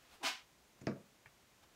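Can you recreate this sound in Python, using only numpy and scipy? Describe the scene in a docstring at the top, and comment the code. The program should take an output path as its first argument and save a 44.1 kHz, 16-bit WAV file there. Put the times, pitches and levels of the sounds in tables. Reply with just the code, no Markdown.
"""A small room, with a beer tap on a fridge door and a bottle held to its spout.
The handle is eased open: a short turbulent jet of gas hisses into the bottle and excites the resonances
of spout, neck and enclosed air. The handle shuts with a knock that sets the tap's metal and the door
in free vibration. The hand gives a light tap in passing; an arm rustles faintly over quiet room noise."""
import sys
import numpy as np
from scipy import signal
from scipy.fft import rfft, irfft
from scipy.io import wavfile

SR = 44100
rng = np.random.default_rng(int(sys.argv[2]) if len(sys.argv) > 2 else 0)


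def store_wav(level_fs):
    """Save 16-bit WAV to argv[1]."""
    pcm = np.round(np.clip(np.atleast_2d(level_fs), -1, 1) * 32767)
    wavfile.write(sys.argv[1], SR, pcm.T.astype(np.int16))


N = 77175
TIME = np.arange(N) / SR
HZ = np.maximum(np.arange(N // 2 + 1) * SR / N, 1)

# gas flow through the tap, as the level of its hiss: t/s, level/dB
GAS_FLOW = [(0.195, -77), (0.227, -66), (0.232, -49), (0.24, -45), (0.251, -37.5), (0.273, -35),
            (0.298, -40.5), (0.328, -47), (0.37, -54), (0.405, -61), (0.435, -70), (0.47, -85)]


def from_db(db):
    """Amplitude ratio: a factor of ten for every 20 dB."""
    return 10 ** (np.asarray(db) / 20)


def in_time(rows):
    """Linear interpolation of each column of a curve at every sample."""
    t, *columns = np.transpose(rows)
    return [np.interp(TIME, t, column) for column in columns]


def at_hz(points, hz):
    """Interpolation of each column of a spectrum on a logarithmic frequency axis."""
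    knots, *columns = np.transpose(points)
    return [np.interp(np.log(hz), np.log(knots), column) for column in columns]


def delayed(x, delay_s):
    """Propagation delay: the same wave, arriving later."""
    return np.interp(TIME - delay_s, TIME, x, left=0)


def noise(colour_db):
    """Spectral shaping: white noise is given a colour and scaled to unit power."""
    coloured = irfft(rfft(rng.standard_normal(N)) * from_db(colour_db), N)
    return coloured / np.sqrt(np.mean(coloured ** 2) + 1e-20)


def drift(rate_hz):
    """Random fluctuation: low-pass noise of unit variance."""
    return noise(-20 * np.log10(1 + (HZ / rate_hz) ** 2))


def pulses(rows):
    """A sum of Gaussian envelopes; each width is a standard deviation."""
    return sum(from_db(db) * np.exp(-.5 * ((TIME - t) / width) ** 2) for t, width, db in rows)


def swells(rows, spectrum):
    """Amplitude modulation of coloured noise by Gaussian pulses."""
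    return pulses(rows) * noise(at_hz(spectrum, HZ)[0])


def struck(modes, onset_s, alternate=True):
    """Free vibration: a sum of damped modes, alternating in sign or all in phase at the onset."""
    age = np.maximum(TIME - onset_s, 0)
    return -sum((-1) ** (k * alternate) * from_db(db - 60 * age / t60) * np.sin(2 * np.pi * hz * age)
                for k, (hz, db, t60) in enumerate(modes))


def blown(hz, wander_hz, roughness):
    """A resonance driven by turbulence: a sine of about unit power, unsteady in pitch and amplitude."""
    phase = 2 * np.pi * np.cumsum(hz + wander_hz * drift(rate_hz=83)) / SR
    return np.sqrt(2) * np.sin(phase) * (1 + roughness * drift(rate_hz=75))


def diffuse_tail(spectrum, onset_s, build_s=0.0034):
    """Diffuse decay: third-octave bands of noise build up, then each dies at its own rate."""
    age = np.maximum(TIME - onset_s, 0)
    edges_hz = 28 * 2 ** (np.arange(29) / 3)
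    white = rfft(rng.standard_normal(N))
    tail, power = 0, 0
    for low, high in zip(edges_hz, edges_hz[1:]):
        db, t60 = at_hz(spectrum, np.sqrt(low * high))
        band = from_db(db) * irfft(white * (HZ >= low) * (HZ < high), N)
        tail += band * from_db(-60 * age / t60)
        power += np.mean(band ** 2)
    return tail / np.sqrt(power) * (1 - np.exp(-age / build_s))


def room_noise(level_db=-68.5):
    """Stationary background noise, its density greatest in the bass."""
    # room spectrum: f/Hz, relative density/dB
    spectrum = [(20, -25), (48, -1.5), (140, -4.5), (300, -4.5), (850, -8), (1600, -11), (2400, -12),
                (5200, -16), (6700, -15), (8200, -19), (10200, -22), (12500, -21.5), (15700, -24.5)]
    return from_db(level_db) * noise(at_hz(spectrum, HZ)[0])


def early_reflections(direct):
    """Superposition of the direct sound and its first reflections, at about the same total power."""
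    # paths by way of door and walls: delay/s, level/dB
    paths = [(0.0031, -16.5), (0.0074, -14), (0.0142, -16), (0.0237, -25)]
    reflections = sum(from_db(db) * delayed(direct, delay) for delay, db in paths)
    return (direct + reflections) / np.sqrt(1 + sum(from_db(db) ** 2 for _, db in paths))


def wall_echoes(direct):
    """Reflection from the far walls adds late, band-limited copies to the direct sound."""
    # echoes: delay/s, level/dB, lowest f/Hz, highest f/Hz
    paths = [(0.044, -16.5, 1050, 2600), (0.089, -17, 480, 855)]
    sound = direct
    for delay, db, low_hz, high_hz in paths:
        band = signal.butter(1, [low_hz, high_hz], "band", fs=SR, output="sos")
        sound = sound + from_db(db) * signal.sosfilt(band, delayed(direct, delay) + 1e-18)
    return sound


def arm_rustle():
    """Friction noise: a moving arm gives faint broadband swells."""
    # arm movements: t/s, width/s, level/dB
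    movements = [(0.03, 0.028, -72.5), (0.115, 0.053, -72), (0.143, 0.024, -64.5), (1.638, 0.008, -66),
                 (1.735, 0.017, -75.5)]
    # rustle spectrum: f/Hz, relative density/dB
    spectrum = [(60, 0.5), (330, 0), (700, 3), (1200, 2), (3500, -2.5), (7000, -10), (16000, -17.5)]
    return swells(movements, spectrum)


def hand_tap(onset_s=1.2582, tick_db=-54, tail_db=-56, thump_hz=121):
    """A light impact: heavily damped modes tick, with a short tail and then a soft thump in the door."""
    # modes of the tick: f/Hz, relative level/dB, T60/s
    modes = [(650, -9, 0.032), (906, -6.5, .03), (1650, -1, 0.044), (1820, -1.5, 0.029), (2130, 1.5, 0.015),
             (2370, -2, 0.045), (3150, -9, 0.027)]
    # its diffuse tail: f/Hz, relative density/dB, T60/s
    tail_spectrum = [(100, 1, 0.13), (700, -3, 0.074), (1700, 12, 0.1), (2400, 2, 0.13), (3520, -15, 0.11),
                     (12000, -18, .08)]
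    # envelope of the thump: t/s, width/s, level/dB
    thump_pulse = [(1.273, 0.0051, -63)]
    tick = from_db(tick_db) * struck(modes, onset_s)
    tail = from_db(tail_db) * diffuse_tail(tail_spectrum, onset_s)
    thump = pulses(thump_pulse) * np.sqrt(2) * np.sin(2 * np.pi * thump_hz * TIME)
    return tick + tail + thump


def valve_squeak():
    """Narrow-band noise: the valve squeaks faintly as it starts back."""
    # squeaks: t/s, width/s, level/dB
    squeaks = [(0.812, 0.0017, -69), (0.819, 0.0038, -61)]
    # squeak spectrum: f/Hz, relative density/dB
    spectrum = [(1000, -22), (1800, -6), (4000, -26), (6500, -20), (6950, -4), (7400, -25), (16000, -40)]
    return swells(squeaks, spectrum)


def door_boom(onset_s, contact_s, lag_s=0.002097, low_cut_hz=106, tail_db=2.5):
    """Plate vibration: the door rings after a blow and radiates little below its lowest mode."""
    # modes of the door with the tap on it: f/Hz, relative level/dB, T60/s
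    modes = [(100.5, -10, 0.33), (135.3, -0.5, 0.294), (199.4, -1.5, 0.35), (236.5, -13.5, 0.44),
             (277.6, -3.5, 0.26), (359.2, -0.5, .22), (431, -5.5, 0.24), (488, -5.5, 0.15),
             (561, -19, 0.49), (648.4, -0.5, 0.15), (1145, -20, 0.31), (1252, -16, 0.2), (1625, -10, 0.072)]
    # diffuse ringing of cabinet and room: f/Hz, relative density/dB, T60/s
    tail_spectrum = [(30, -14, .45), (69.6, -21, 0.34), (137, -2, 0.4), (353, 2, 0.24), (644, -4, 0.22),
                     (844, -13, 0.14), (1240, -12.5, 0.23), (2270, -15, .17), (3150, -27, 0.11),
                     (4870, -18, 0.19), (8000, -30, .12), (15000, -54, .08)]
    radiation = signal.butter(2, low_cut_hz, "high", fs=SR, output="sos")
    ringing = signal.sosfilt(radiation, struck(modes, onset_s + lag_s, alternate=False) + 1e-18)
    tail = from_db(tail_db) * diffuse_tail(tail_spectrum, onset_s)
    pole = np.exp(-2 * np.pi / (contact_s * SR))   # a longer contact excites less treble
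    return signal.lfilter([1 - pole], [1, -pole], ringing + tail + 1e-18)


def metal_click(onset_s, top_hz=7800):
    """Impact on the tap's metal modes; a low-pass softens the click's treble above about 8 kHz."""
    # modes of the metal: f/Hz, relative level/dB, T60/s
    modes = [(1107, -15, 0.053), (1684, -2.5, 0.016), (2006, 1.5, 0.0099), (2300, -19.5, 0.19),
             (2493, -15, 0.086), (3100, -8, 0.0063), (4650, -19, 0.068), (5080, -26.5, 0.18),
             (5160, 0, 0.0073), (6500, -9, 0.0081), (7300, -16, 0.0047)]
    treble_cut = signal.butter(2, top_hz, "low", fs=SR, output="sos")
    return signal.sosfilt(treble_cut, struck(modes, onset_s) + 1e-18)


def handle_knocks():
    """Structure-borne sound: each blow of the handle clicks in the tap, then booms in the door."""
    # blows: t/s, door gain/dB, click gain/dB, contact time/s
    blows = [(0.8139, -51.5, -62, 0.0052), (0.8695, -37.5, -34.5, 0.00055)]
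    return sum(from_db(door_db) * door_boom(t, contact_s) + from_db(click_db) * metal_click(t)
               for t, door_db, click_db, contact_s in blows)


def bottle_air():
    """Cavity resonance: the gas blows a rough, sinking note in the bottle."""
    # hollow note: t/s, f/Hz, level/dB
    note = [(0.2, 370, -76), (0.215, 344.4, -62), (0.232, 312, -64), (0.25, 258, -46.5), (0.259, 322, -60),
            (0.285, 307, -63.5), (0.315, 272, -66.5), (0.348, 235, -81), (0.38, 220, -94)]
    hz, db = in_time(note)
    sounding = (TIME > note[0][0]) & (TIME < note[-1][0])
    return sounding * from_db(db) * blown(hz, wander_hz=24.8, roughness=0.15)


def spout_resonances():
    """Forced vibration: the jet drives narrow resonances whose level follows the flow."""
    # resonances of spout and bottle neck: f/Hz, level/dB relative to the flow
    modes = [(675, -27), (754, -19.5), (809, -23), (1006, -15.5), (1235, -21), (1506, -17.5), (1548, -23),
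             (2177, -18), (2442, -12.5), (2613, -24), (2680, -19), (2821, -23.5), (2960, -26), (3100, -32)]
    flow_db, = in_time(GAS_FLOW)
    ringing = sum(from_db(db) * blown(hz, wander_hz=12, roughness=0.53) for hz, db in modes)
    return from_db(flow_db) * ringing


def valve_sputter():
    """Transient flow: gas sputters as the valve cracks open and spits thinly through the narrow gap."""
    # sputters and spit: t/s, width/s, level/dB
    sputters = [(0.217, 0.007, -61), (0.238, 0.0054, -43.5)]
    spit = [(0.2405, 0.0063, -52.5)]
    # their spectra: f/Hz, relative density/dB
    sputter_spectrum = [(150, -26), (300, -11), (430, -0.5), (560, -1.5), (800, 3.5), (1500, -6.5),
                        (3000, -17), (16000, -42)]
    spit_spectrum = [(500, -29), (3500, -7), (9000, 4), (16000, -10)]
    return swells(sputters, sputter_spectrum) + swells(spit, spit_spectrum)


def gas_jet(bass_hz=1060, treble_hz=7300):
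    """Turbulent jet noise: as the pressure drops, bass and treble fade ahead of the middle."""
    # jet spectrum at full flow: f/Hz, relative density/dB
    spectrum = [(100, -52), (200, -12), (320, -15), (430, -10), (520, -17), (700, 0.5), (900, -3),
                (1250, -2), (1900, -1.5), (3000, -0.5), (5500, -5), (8000, -13.5), (12000, -21.5),
                (16000, -25)]
    flow_db, = in_time(GAS_FLOW)
    peak_db = flow_db.max()
    turbulence = rfft(noise(at_hz(spectrum, HZ)[0]))
    bass = 1 / (1 + (HZ / bass_hz) ** 6)
    treble = 1 / (1 + (treble_hz / HZ) ** 6)
    bands = [(bass, 1.26), (1 - bass - treble, 1), (treble, 1.28)]   # share, dB per dB of flow
    return sum(irfft(turbulence * share, N) * from_db(peak_db + slope * (flow_db - peak_db))
               for share, slope in bands)


def scene():
    """Superposition of gas, handle, hand and arm on the room's background, in one channel."""
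    gas = early_reflections(gas_jet() + valve_sputter()) + spout_resonances() + bottle_air()
    background = room_noise()
    handle = wall_echoes(valve_squeak() + handle_knocks())
    return (background + hand_tap() + arm_rustle() + handle + gas)[None]


def record(dry):
    """Band limiting: a very steep low-pass filter removes the highest treble."""
    cutoff_hz = 15750
    return irfft(rfft(dry) / np.sqrt(1 + (HZ / cutoff_hz) ** 800), N)


dry = scene()
out = record(dry)
store_wav(out)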